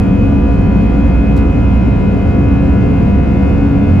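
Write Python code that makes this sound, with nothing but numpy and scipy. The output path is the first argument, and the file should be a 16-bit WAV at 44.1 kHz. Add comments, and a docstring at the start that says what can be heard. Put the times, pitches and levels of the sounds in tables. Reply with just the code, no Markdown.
"""Takeoff roll from a window seat.

Inside a jet gathering speed on the runway at takeoff thrust, a microphone at each ear. Two fans,
slightly out of step, draw a beating buzz-saw chord on the multiples of their shaft rate. Below the
seat the wheels drone on a slowly rising pitch and the undercarriage rumbles. The cabin trim rattles
briefly; behind it all lie the roar of the exhaust and the hiss of the cabin air."""
import sys
import numpy as np
from scipy import signal
from scipy.fft import rfft, irfft
from scipy.io import wavfile
from scipy.ndimage import uniform_filter1d, minimum_filter1d

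SR = 44100
rng = np.random.default_rng(int(sys.argv[2]) if len(sys.argv) > 2 else 0)


def materialize(psi):
    """Save the field psi as 16-bit PCM at rate SR to the path in sys.argv[1].

    A 1-D psi becomes a single channel; in a 2-D psi each row is a channel.
    """
    bounded = np.clip(np.atleast_2d(psi).T, -1, 1)
    quanta = np.round(bounded * 32767).astype(np.int16)
    wavfile.write(sys.argv[1], SR, quanta)


N = 176400

# Buzz-saw tones at the seat. Each row: multiple of the shaft rate, relative level at mid-roll in dB
# on the left, the same on the right, growth in dB per second.
BUZZ_SAW_TONES = [(3, -29.5, -30.5, 0), (4, -18.0, -22.0, 0), (5, -39.0, -47.5, 0), (6, -30.0, -34.0, 0),
                  (7, -28.0, -32.0, 0), (8, -54.5, -45.5, 0), (9, -40.0, -39.0, 0), (10, -32.0, -38.0, 0),
                  (11, -40.5, -41.0, 0), (12, -50.0, -51.0, 0.3), (13, -45.0, -52.0, 0.3),
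                  (14, -36.5, -40.5, 0), (15, -49.0, -47.5, 0), (16, -46.0, -49.0, 0.9),
                  (17, -48.5, -46.0, -1.6), (18, -49.5, -47.5, 0), (19, -53.0, -49.5, 0.4),
                  (20, -42.0, -43.5, 0), (21, -42.0, -44.5, 0.5), (22, -57.0, -51.5, -1.0),
                  (23, -58.5, -50.0, 1.0), (24, -49.0, -47.0, 0), (25, -58.5, -55.0, 0.9),
                  (26, -53.5, -51.0, 0.7), (27, -56.5, -56.5, -1.5), (28, -63.0, -61.5, 0),
                  (29, -47.5, -47.0, 1.5), (30, -41.0, -56.0, 1.0), (31, -52.0, -59.0, 3.5),
                  (32, -54.5, -57.0, 1.1), (33, -61.5, -59.0, -1.4), (34, -57.0, -59.5, 2.5),
                  (35, -48.5, -50.5, -1.1), (36, -40.5, -39.5, -0.5), (37, -56.5, -59.0, -1.9),
                  (38, -57.0, -64.0, 1.4), (39, -54.0, -59.0, 2.4), (40, -57.5, -58.0, 1.0),
                  (41, -55.0, -60.0, -1.0), (42, -54.5, -56.0, 0), (43, -63.0, -64.5, 1.6),
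                  (44, -57.0, -62.5, -2.0), (45, -56.0, -59.5, -0.9), (46, -59.0, -66.5, -2.0),
                  (47, -64.0, -62.0, -2.2), (49, -69.5, -68.5, -2.3), (50, -63.0, -66.5, 2.1),
                  (51, -65.5, -66.0, -0.5), (52, -73.0, -68.5, 2.5), (53, -66.5, -68.5, 1.8),
                  (55, -68.0, -66.0, 0), (56, -63.5, -64.0, -1.1)]
# The far engine. Each row: multiple of the shaft rate, level against the near engine in dB.
FAR_ENGINE = [(1, -12), (4, -7), (6, -2.5), (7, -22), (14, -18), (20, -12), (21, -8), (24, -17), (30, -19),
              (35, -10), (36, -18), (39, -8), (45, -13)]
# Fan tones across the two microphones. Each row: frequency in Hz, lead of the left in radians.
FAN_LEAD = [(70, -.5), (280, -.16), (450, 1.5), (1000, 1.2), (1150, -.3), (1280, .8), (1550, 1.1),
            (1700, 0), (2030, -1.3), (2100, .2), (2230, -.8), (2520, 1.2), (3200, 1.3), (4000, 1)]
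# Three fan whines swell and ease. Each row: time in seconds, gain in dB.
SWELL_30TH = [(0, -1), (.6, -2), (1.2, .5), (2, .5), (3, -.5), (4, -2)]
SWELL_36TH = [(0, -1.5), (.9, -.7), (1.3, 1.2), (2, 0), (2.55, 2), (2.9, -1), (3.35, -1.5), (3.6, .5),
              (3.72, -2.5), (4, -1.5)]
SWELL_50TH = [(0, 0), (1.2, 2), (2.5, -7), (2.9, -1), (3.5, 2.5), (4, 2)]
# Turbulence makes tones fade and return, the weak ones most. Each row: tone level in dB, depth 0-1.
TURBULENT_FADING = [(-60, .4), (-48, .2), (-40, .08)]
# Engine hum. Each row: frequency in Hz, level in dB.
HUM_TONES = [(194, -21.5), (632, -46)]
# Drone on three multiples of the wheel rate. Each row: time in seconds, level in dB.
WHEEL_4TH = [(0, -27), (.3, -24), (.45, -15), (.8, -14.5), (1.3, -11.7), (1.8, -12.3), (2.15, -26),
             (2.45, -16), (2.8, -20), (3.3, -13), (3.65, -17.5), (4, -25)]
WHEEL_5TH = [(0, -37), (.3, -15), (.7, -27), (1.8, -25.5), (2.3, -18.5), (3.0, -27), (3.6, -26.5),
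             (3.9, -9.5)]
WHEEL_7TH = [(0, -25), (.8, -21.5), (1.5, -29.5), (2.25, -21), (3.0, -27.5), (4, -21)]
# Trim rattles. Each row: start in seconds, level in dB, decay in seconds, brightness in dB per octave.
RATTLES = [(.824, -55, .005, 6), (1.364, -42, 0.016, 2), (1.377, -41, .012, -14), (1.386, -49, .007, -5),
           (3.423, -43, 0.0032, 2), (3.577, -47, 0.016, -17.5)]
# Spectra of the trim, undercarriage, exhaust through the fuselage and cabin air.
# Each row: frequency in Hz, relative noise density in dB.
RATTLE_SPECTRUM = [(1500, -7.5), (2800, 6), (5000, 8), (7300, 3), (9500, -2), (12000, -2), (15000, -14)]
RUMBLE_SPECTRUM = [(18, -60), (30, -50.5), (42, -34.5), (60, -38.5), (85, -34), (115, -36.5), (135, -39.5),
                   (175, -37.5), (212, -35.5), (250, -41), (278, -40)]
EXHAUST_SPECTRUM = [(310, -44), (380, -47.5), (460, -52), (505, -53), (530, -43.5), (570, -57.5),
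                    (680, -55), (850, -60.5), (1100, -67.5), (1500, -70.5), (1900, -77.5), (2100, -74),
                    (2300, -76.5), (2520, -75), (2650, -79), (3200, -83.5)]
AIR_SPECTRUM = [(3900, -87.5), (4400, -87.5), (5000, -87.5), (5800, -96), (7200, -89), (8500, -105.5),
                (11500, -97.5), (13000, -109), (15500, -115)]
# The cabin's sound field at the microphones. Each row: frequency in Hz, left minus right in dB,
# coherence 0-1, lead of the left in radians.
CABIN_FIELD = [(50, -2.8, .99, -.04), (80, -2.2, .92, .18), (120, -1.2, .87, .3), (250, 1.8, .82, .05),
               (400, 1.5, .5, .25), (550, .6, .35, 1.2), (900, .6, .5, .8), (1500, 0, .33, .2),
               (2500, .8, .38, 0), (4500, .3, .08, -1.0), (6500, 1.0, .3, -1.7), (8500, .5, .5, -2.0),
               (11000, 0, .7, -.3)]


def fans():
    """Shock waves from unequal blades repeat once a turn; two engines beat, faster on higher multiples."""
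    shaft_hz, wander_hz, mismatch_hz = 70.0, .012, .215
    in_step_s, mid_roll_s = 1.42, 2.0
    turns = np.cumsum(shaft_hz + wander_hz * drift(.51)) / SR
    slip_turns = mismatch_hz * (seconds() - in_step_s)  # the far engine turns slightly faster
    swells = {30: SWELL_30TH, 36: SWELL_36TH, 50: SWELL_50TH}
    # Faint upper multiples fall away by .22 dB each, scattered by 2 dB on either side.
    faint_tones = [(k, *(-71.5 - .22 * (k - 59) + rng.normal(0, 2.0, 2)), 0) for k in range(59, 96)]
    out = np.zeros((2, N))
    for multiple, left_db, right_db, db_per_s in list(BUZZ_SAW_TONES) + faint_tones:
        k = round(multiple)
        far_gain = from_db(np.interp(k, *np.transpose(FAR_ENGINE)))
        beat = (1 + far_gain * np.exp(2j * np.pi * k * slip_turns)) / np.sqrt(1 + far_gain ** 2)
        swell_db = db_per_s * (seconds() - mid_roll_s) + (in_time(swells[k]) if k in swells else 0)
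        fade_depth = np.interp(max(left_db, right_db), *np.transpose(TURBULENT_FADING))
        fade = tone(0, flutter=fade_depth, rate_hz=1.6) / np.sqrt(2)
        wave = from_db(swell_db) * beat * fade * tone(k * turns, flutter=.11, rate_hz=9.0)
        lead = at_hz(FAN_LEAD, k * shaft_hz)[0]
        out[0] += from_db(left_db) * np.real(wave * np.exp(1j * lead))
        out[1] += from_db(right_db) * wave.real
    return from_db(-.06) * out


def engine_hum():
    """The engine's other turning parts hold their pitch and flutter in strength."""
    return sum(from_db(db) * at_microphones(tone(hz * seconds(), flutter=.73, rate_hz=11.0), hz)
               for hz, db in HUM_TONES)


def wheels():
    """Under the floor, uneven tyres drone on multiples of the wheel rate, which rises with speed."""
    start_hz, rise_hz_per_s = 13.75, 1.03
    turns = np.cumsum(start_hz + rise_hz_per_s * seconds()) / SR
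    out = np.zeros((2, N))
    for k, levels in (4, WHEEL_4TH), (5, WHEEL_5TH), (7, WHEEL_7TH):
        drone = tone(k * turns, flutter=.07, rate_hz=2.5)
        out += from_db(in_time(levels)) * at_microphones(drone, k * start_hz)
    return out


def trim_rattles():
    """Loose plastic in the cabin chatters: short, grainy bursts, some bright and some dull."""
    attack_s, grain_db = .0022, 2.5
    hz = np.fft.rfftfreq(N, 1 / SR)
    octaves = np.log2(np.maximum(hz, RATTLE_SPECTRUM[0][0]))
    out = np.zeros((2, N))
    octaves = np.maximum(octaves, np.log2(RATTLE_SPECTRUM[1][0]))  # brightness tilts only the treble
    for start, db, decay_s, brightness in RATTLES:
        age = np.maximum(seconds() - start, 0)
        envelope = from_db(db) * np.minimum(age / attack_s, 1) * np.exp(-age / decay_s)
        colour = from_db(at_hz(RATTLE_SPECTRUM, hz)[0] + brightness * octaves)
        noise = irfft(rfft(rng.standard_normal((2, N))) * colour, N)
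        noise = noise + .5 * noise[::-1]  # each side spills into the other microphone
        out += envelope * noise / noise.std()
    return out * from_db(grain_db * drift(200))


def rumble_roar_and_air():
    """The bed of the scene: undercarriage in the bass, exhaust in the middle, flickering air on top."""
    spectrum = list(RUMBLE_SPECTRUM) + list(EXHAUST_SPECTRUM) + list(AIR_SPECTRUM)
    rumble_top_hz, roar_top_hz, flicker_db = 290, 3600, .86
    rumble = from_db(2.5) * cabin_noise(spectrum, 12, rumble_top_hz)
    roar = from_db(-.5) * cabin_noise(spectrum, rumble_top_hz, roar_top_hz)
    air = from_db(-2 + flicker_db * drift(8)) * cabin_noise(spectrum, roar_top_hz, SR / 2)
    return rumble + roar + air


def cabin_noise(spectrum, low_hz, high_hz):
    """A band of noise, alike at both microphones in the bass and more diffuse above."""
    hz = np.fft.rfftfreq(N, 1 / SR)
    tilt_db, coherence, lead = at_hz(CABIN_FIELD, hz)
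    shared, separate = rfft(rng.standard_normal((2, N)))
    left = shared * np.exp(1j * lead) * from_db(tilt_db / 2)
    right = (coherence * shared + np.sqrt(1 - coherence ** 2) * separate) * from_db(-tilt_db / 2)
    in_band = (hz >= low_hz) & (hz < high_hz)
    gain = from_db(at_hz(spectrum, hz)[0]) * np.sqrt(SR / 2) * in_band
    return irfft(gain * np.array([left, right]), N)


def at_microphones(wave, hz):
    """A complex tone in the cabin reaches each microphone with its own level and phase."""
    tilt_db, _, lead = at_hz(CABIN_FIELD, hz)
    return np.real([wave * from_db(tilt_db / 2) * np.exp(1j * lead), wave * from_db(-tilt_db / 2)])


def tone(turns, flutter, rate_hz):
    """A complex tone whose strength and phase flutter; its real part has an rms near 1."""
    sway = (1 + flutter * (drift(rate_hz) + 1j * drift(rate_hz))) / np.sqrt(.5 + flutter ** 2)
    return sway * np.exp(2j * np.pi * (turns + rng.random()))


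def drift(rate_hz):
    """Smooth random motion with a spread of 1, mostly slower than rate_hz."""
    hop, settling_steps = 40, 2000
    pole = np.exp(-2 * np.pi * rate_hz * hop / SR)
    noise = rng.standard_normal(N // hop + settling_steps + 2)
    slow = signal.lfilter([1], [1, -2 * pole, pole * pole], noise)[settling_steps:]
    return np.interp(np.arange(N) / hop, np.arange(len(slow)), slow / slow.std())


def at_hz(rows, hz):
    """The columns of a table, read on a log-frequency axis."""
    knots, *columns = np.transpose(rows)
    return [np.interp(np.log(np.maximum(hz, 1)), np.log(knots), column) for column in columns]


def in_time(rows):
    """A control curve at every sample."""
    return np.interp(seconds(), *np.transpose(rows))


def seconds():
    """Time of every sample."""
    return np.arange(N) / SR


def from_db(db):
    """Decibels to gain."""
    return 10 ** (np.asarray(db) / 20)


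def scene():
    """Everything that reaches the window seat."""
    return fans() + engine_hum() + wheels() + trim_rattles() + rumble_roar_and_air()


def record(dry):
    """Behind the microphones, a look-ahead limiter ducks the bass on peaks; the top treble is cut."""
    ceiling, release_db_per_s, bass_hz, cutoff_hz = .9, 181.5, 500, 15700
    over_db = 20 * np.log10(np.maximum(np.abs(dry).max(axis=0) / ceiling, 1))
    release_ramp = release_db_per_s * seconds()
    gain_db = release_ramp - np.maximum.accumulate(over_db + release_ramp)
    held_db = minimum_filter1d(gain_db, size=301)  # starts the dip ahead of the peak
    smooth_db = uniform_filter1d(uniform_filter1d(held_db, size=151), size=151)
    bass = signal.sosfiltfilt(signal.butter(2, bass_hz, fs=SR, output="sos"), dry)
    limited = dry + bass * (from_db(smooth_db) - 1)
    return signal.sosfilt(signal.cheby2(12, 70, cutoff_hz, fs=SR, output="sos"), limited)


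dry = scene()
out = record(dry)
materialize(out)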